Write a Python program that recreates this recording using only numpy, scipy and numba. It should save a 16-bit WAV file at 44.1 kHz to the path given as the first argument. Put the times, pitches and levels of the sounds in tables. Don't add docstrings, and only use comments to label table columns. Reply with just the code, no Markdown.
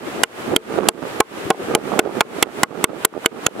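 import sys
import numpy as np
from scipy import signal
from scipy.io import wavfile
from scipy.ndimage import uniform_filter1d
from numba import njit

SR = 44100
rng = np.random.default_rng(int(sys.argv[2]) if len(sys.argv) > 2 else 0)


def persist_wave(psi):
    counts = np.round(np.clip(psi, -1, 1) * 32767).astype(np.int16)
    wavfile.write(sys.argv[1], SR, np.atleast_2d(counts).T)


def field_ratio(decibels):
    return 10 ** (np.asarray(decibels, dtype=float) / 20)


N = 158760


def band(x, hz, width):
    return signal.lfilter(*signal.iirpeak(hz, hz / width, fs=SR), x)


def lowcut(x, hz, order):
    return signal.sosfilt(signal.butter(order, hz, "high", fs=SR, output="sos"), x)


def unit(x):
    return x / np.sqrt(np.mean(x ** 2))


def walk(rate):
    k = int(SR / rate)
    held = np.repeat(rng.standard_normal(N // k + 1), k)
    return 0.72 * uniform_filter1d(uniform_filter1d(held, k), k)[:N]


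def ring(modes, luck, t):
    spot_db, spot_detune = 1.5, 0.04
    hz, left, right, t60 = np.array(modes).T[:, :, None]
    size = field_ratio(np.array([left, right]) + spot_db * luck[:len(hz), None])
    pitch_hz = hz * (1 + spot_detune * luck[-len(hz):, None])
    wave = np.sin(2 * np.pi * pitch_hz * t) * np.exp(-np.log(1000) * t / t60)
    return (size * wave).sum(axis=1) / np.sqrt(len(hz))


def excite(modes, force):
    return signal.fftconvolve(modes, force[None], axes=1)[:, :modes.shape[1]]


def scrape(noise, length_s, t):
    return noise * t / length_s * np.exp(-t / length_s) / np.sqrt(length_s * SR / 4)


def add(out, sound, s):
    i = int(s * SR)
    out[..., i:i + sound.shape[-1]] += sound[..., :N - i]


def teeth_ticks(out, t):
    # start_s, head_db, board_db, board_tilt_db per octave
    landings = [(0.2344, 6, 5, -1), (0.2364, 9.5, 7.5, 5.5), (0.5621, 4, -2, -11), (.5636, 6.5, 8, 7),
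                (0.8864, 8, 8.5, 7.5), (0.8883, 15.5, 8, -9.1), (1.2022, -25, -21, 14),
                (1.2035, -2, -9, -6), (1.205, 4.5, 2.5, -1), (1.2068, -14, 0.5, -16.5),
                (1.5035, -4.5, -13.5, -4), (1.505, -14, -5, -17), (1.508, -19, -1, -10),
                (1.7499, 4, -1.5, 4.5), (1.7513, -5, -2, -4), (1.7537, -5.5, -4.5, -11),
                (1.9905, -29, -7, -11.5), (1.9921, 3, -4.5, 8), (1.996, 2.5, -2, 5),
                (1.9958, -8, 5.5, -1.5), (2.2074, 3.5, 6.5, 5), (2.211, -1, 2.5, -2.5),
                (2.2117, -4, 8.5, -3.5), (2.4259, 1, 0.5, 1.5), (2.428, 4.5, 8.5, 5.5), (2.4305, 1, 4, .1),
                (2.6327, 7, 4.5, -3.3), (2.6344, 12.5, 15.5, 0), (2.8413, 11.5, 6, -4),
                (2.8423, 0.5, 9, 2.5), (2.8441, 3.5, 6, 0), (3.0485, 0, 3.5, 0.5),
                (3.0508, 20.5, 2.5, -8.5), (3.2588, -9, -17, 12), (3.2602, 12.5, 12.5, 5.5),
                (3.4639, -7, -2, 0), (3.4658, 10.5, 12.5, 2)]
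    # pitch_hz, left_db, right_db, t60_s
    head_modes = [(6960, -24.5, -8, 0.0041), (7660, -2.5, 7.5, 0.0062), (8415, -1, 1, 0.0053),
                  (9660, 2.5, -1, 0.0053), (10930, -3.5, 0.5, 0.0065), (12300, -16.5, -12, 0.0022),
                  (14600, -24.5, -18.5, .003)]
    # pitch_hz, left_db, right_db, t60_s
    board_modes = [(849, -4, -5.5, 0.041), (1032, -7, -4, 0.053), (1292, -10.5, -6, 0.047),
                   (1443, -0.5, 0, 0.037), (1630, -18.5, -6.5, 0.037), (1972, -19.5, 0.5, 0.023),
                   (2224, -4.5, 2, 0.028), (2487, -6.5, -1, 0.019), (2810, -13, 3, 0.021),
                   (3140, -7.5, 0, 0.016), (3455, -13, -4, 0.02), (4050, -27, -13, 0.014),
                   (4390, -29.5, -14.5, 0.025)]
    tick_s, grind_s, grind_db = 0.00018, 0.0014, -12
    squash_s = 0.00025
    port_lag = 1
    luck = rng.standard_normal((len(landings), 2, 28))
    grit = rng.standard_normal((len(landings), 3, len(t)))
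    for (s, head_db, board_db, tilt_db), a, g in zip(landings, luck, grit):
        head = ring(head_modes, 1.05 * a[0], t)
        head = np.array([head[0], np.roll(head[1], port_lag)])
        teeth = scrape(g[0], tick_s, t) + field_ratio(grind_db) * scrape(g[1], grind_s, t)
        tilted = []
        for hz, left, right, t60 in board_modes:
            tilt = tilt_db * np.log2(hz / 2000)
            tilted.append((hz, left + tilt, right + tilt, t60))
        board = excite(ring(tilted, a[1], t), scrape(g[2], squash_s, t))
        add(out, field_ratio(head_db) * excite(head, teeth) + field_ratio(board_db) * board, s)


def thuds_and_slaps(out, t):
    # start_s, thud_db, slap_db
    blows = [(0.2339, -6, -2.5), (0.5623, 1.5, -8), (0.8863, 1.5, 5), (1.2018, -2, -6), (1.5023, -1, -12),
             (1.7504, 2.5, -6.5), (1.9921, 1, 1), (2.208, -5.5, -3), (2.4252, -3, -5), (2.6333, -4.5, 1.5),
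             (2.8407, -0.5, 2), (3.0501, -1, 5.5), (3.2593, 1, -1.5), (3.4652, -15.5, -6)]
    # pitch_hz, left_db, right_db, t60_s
    thud_modes = [(370, -8, -7, 0.086), (448.8, -0.5, -3.5, 0.1), (226, -24.5, -34, 0.014),
                  (640, -6.5, -5.5, 0.083)]
    push_s = 0.0012
    rebound_s, slap_t60_s, slap_hz, slap_width_hz = 0.0017, 0.024, 1430, 1500
    spot = rng.standard_normal((len(blows), 8))
    wet = rng.standard_normal((len(blows), 3, len(t)))
    push = np.sin(np.pi * np.clip(t / push_s, 0, 1)) * np.pi / (push_s * SR)
    slap_shape = 2 * np.minimum(t / rebound_s, 1) * np.exp(-np.log(1000) * t / slap_t60_s)
    for (s, thud_db, slap_db), a, g in zip(blows, spot, wet):
        add(out, field_ratio(thud_db) * excite(ring(thud_modes, 0.28 * a, t), push), s)
        noise = g[0] + 1.1 * g[1:]
        slap = band(band(noise, slap_hz, slap_width_hz), slap_hz, 2 * slap_width_hz)
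        add(out, field_ratio(slap_db) * slap * slap_shape, s)


def mallet():
    out, t = np.zeros((2, N)), np.arange(4096) / SR
    teeth_ticks(out, t)
    thuds_and_slaps(out, t)
    return lowcut(out, 150, order=2)


def buffet(gusts, pops):
    # pitch_hz, width_hz, level_db
    port_modes = [(117.6, 310, -19.5), (251, 208, -5.5), (363, 210, -3.5), (597, 450, -16),
                  (1135, 230, -13), (2100, 730, -36.5)]
    calm_db, eddies_per_s, eddy_spread_db = -36, 420, 3.5
    pop_db, pop_cycles = -3, 1.29
    t, out = np.arange(N) / SR, 0
    power = field_ratio(2 * calm_db)
    for s, length, db in gusts:
        power = power + field_ratio(2 * db) * np.exp(-(2 * (t - s) / length) ** 2)
    arrivals = rng.random(N) < eddies_per_s / SR
    strength = field_ratio(eddy_spread_db * np.minimum(rng.exponential(size=N), 2.6))
    hits = arrivals * strength * rng.choice([-1, 1], size=N)
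    for hz, width, db in port_modes:
        own = hits * field_ratio(1.8 * rng.standard_normal(N))
        out = out + field_ratio(db) * unit(band(band(own, hz, width), hz, 1.51 * width))
    out = unit(out) * np.sqrt(power)
    u = (np.arange(2048) - 1024) / SR
    for s, db, hz in pops:
        pulse = np.cos(2 * np.pi * hz * u) * np.exp(-(2 * u * hz / pop_cycles) ** 2)
        add(out, -field_ratio(db + pop_db) * pulse, s + u[0])
    return out


def wind():
    # centre_s, length_s, level_db
    gusts_left = [(.07, 0.045, -27.5), (.2, 0.079, -23.5), (.45, 0.12, -42), (.53, 0.13, -24),
                  (.78, 0.28, -28.5), (1.1, 0.14, -59), (1.6, 0.3, -27.5), (1.73, 0.048, -25.5),
                  (1.86, 0.053, -35), (2.05, 0.078, -24), (2.3, 0.087, -26), (2.67, 0.031, -20),
                  (2.9, 0.037, -20), (3.1, .06, -37), (3.34, 0.037, -24.5), (3.58, 0.051, -21)]
    gusts_right = [(.025, 0.05, -24.5), (.17, 0.11, -29), (.41, 0.017, -29.5), (.53, 0.078, -19.5),
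                   (.71, 0.014, -25), (.8, 0.038, -12.5), (.86, 0.25, -15.5), (.96, 0.018, -34),
                   (1.03, 0.011, -11), (1.17, 0.05, -25.5), (1.35, 0.074, -27.5), (1.62, 0.058, -25),
                   (1.72, 0.041, -17.5), (1.8, 0.14, -19.5), (1.94, 0.059, -16.5), (2.06, 0.08, -13.5),
                   (2.17, 0.034, -17.5), (2.27, 0.067, -24.5), (2.37, 0.11, -26), (2.47, 0.048, -15),
                   (2.59, 0.14, -28), (2.74, 0.12, -15.5), (2.92, 0.077, -13), (3.16, 0.046, -14.5),
                   (3.35, 0.073, -18.5), (3.57, 0.2, -24.5)]
    # centre_s, peak_db,
    # pitch_hz
    pops_left = [(1.457, -19.5, 111), (1.516, -6, 600), (1.467, -7.5, 320), (1.7383, -9, 423),
                 (2.016, -4, 566), (2.2523, -5, 420), (2.7939, -13, 510), (2.8849, -12, 542),
                 (2.9075, -12, 454), (3.073, -3, 560), (3.1274, -5, 370), (3.4854, 2.5, 544),
                 (3.554, -8, 434), (3.5965, -3, 580)]
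    pops_right = [(0.48, -10, 322), (0.4881, -8, 254), (0.5206, -17, 410), (0.525, -7, 520),
                  (0.5355, -1.5, 390), (0.543, -2.5, 790), (0.554, -6, 410), (0.514, -19, 101),
                  (1.516, -4, 600), (.764, -10, 395), (1.547, -2.5, 690), (1.926, -9, 585),
                  (1.945, -8, 560), (1.977, -5.5, 800), (0.7877, 0, 620), (0.8016, -2.5, 410),
                  (0.813, -7, 428), (0.823, -6, 544), (0.834, 0.5, 1000), (1.708, -11, 400),
                  (1.7767, 2.5, 495), (1.7853, -6, 500), (1.9193, -2, 820), (1.9388, -3, 790),
                  (1.958, -7, 536), (1.9848, -4, 483), (2.038, -3, 630), (2.0621, 5.5, 483),
                  (2.0743, 1.5, 600), (2.0929, -2.5, 730), (2.47, 1, 543), (2.7281, -3, 636),
                  (2.894, 1, 656), (2.9334, 1, 510), (3.1396, 1, 1094), (3.1668, 4.5, 515),
                  (3.1777, 1, 510), (3.248, -4.5, 1170)]
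    ports = np.array([buffet(gusts_left, pops_left), buffet(gusts_right, pops_right)])
    return ports + 0.15 * ports[::-1]


def harbour():
    # pitch_hz, level_db per Hz
    spectrum = np.array([(60, -6.5), (300, 2), (600, 4), (1400, 0.5), (3000, -6.5), (4600, -20.5),
                         (10000, -14), (16000, -50)])
    alike_hz, treble_pan_db = 940, -4
    out = 0
    for hz in 60 * 2 ** np.arange(0, 8.2, 0.5):
        noise = rng.standard_normal((2, N))
        mid, side = band(band(noise, hz, hz / 1.56), hz, hz / 1.54)
        db = np.interp(np.log(hz), np.log(spectrum[:, 0]), spectrum[:, 1]) + 0.65 * walk(8.6)
        wide = min(hz / alike_hz, 1.2)
        pan = field_ratio(treble_pan_db * min(hz / 5300, 2) * np.array([[0.5], [-0.5]]))
        stereo = (mid + wide * side * np.array([[1], [-1]])) / np.sqrt(1 + wide ** 2)
        out = out + field_ratio(db) * pan * stereo
    return unit(out) * field_ratio(-31)


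def drone():
    hum_hz, width_hz, hum_db = 396, 3, -31.5
    middle_s, half_s = 1.9, 0.5
    swell = np.exp(-((np.arange(N) / SR - middle_s) / half_s) ** 4)
    hum = unit(band(band(rng.standard_normal(N), hum_hz, width_hz), hum_hz, 2 * width_hz))
    return field_ratio(hum_db + np.array([[0], [-3.0]])) * swell * hum


def scene():
    return mallet() + wind() + harbour() + drone()


@njit
def duck(want_db, start_db, attack, hold, rise_db):
    out, g, wait = np.empty(len(want_db)), start_db, 0.
    for i in range(len(want_db)):
        if want_db[i] < g:
            g += (want_db[i] - g) * attack
            wait = hold
        elif wait > 0:
            wait -= 1
        else:
            g = min(g + rise_db, 0.)
        out[i] = g
    return out


def band_limit(x):
    return signal.sosfilt(signal.butter(12, 16450, fs=SR, output="sos"), x)


def record(dry):
    limit_db, overdo, start_duck_db = -14, 1.318, -9.0
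    sense_s, attack_s, hold_s, recover_db_per_s = 0.0073, 0.0043, 0.022, 125
    k = 1 / (sense_s * SR)
    power = signal.lfilter([k], [1, k - 1], (dry ** 2).max(axis=0))
    level_db = 10 * np.log10(power + 1e-12)
    want_db = overdo * np.minimum(limit_db - level_db, 0)
    gain_db = duck(want_db, start_duck_db, 1 / (attack_s * SR), hold_s * SR, recover_db_per_s / SR)
    x = np.clip(dry * field_ratio(gain_db), -1, 1)
    x = np.clip(lowcut(x, 60, order=1), -1, 1)
    x = signal.sosfiltfilt(signal.ellip(6, 0.1, 40, 15850, fs=SR, output="sos"), x)
    return band_limit(x)


dry = scene()
out = record(dry)
persist_wave(out)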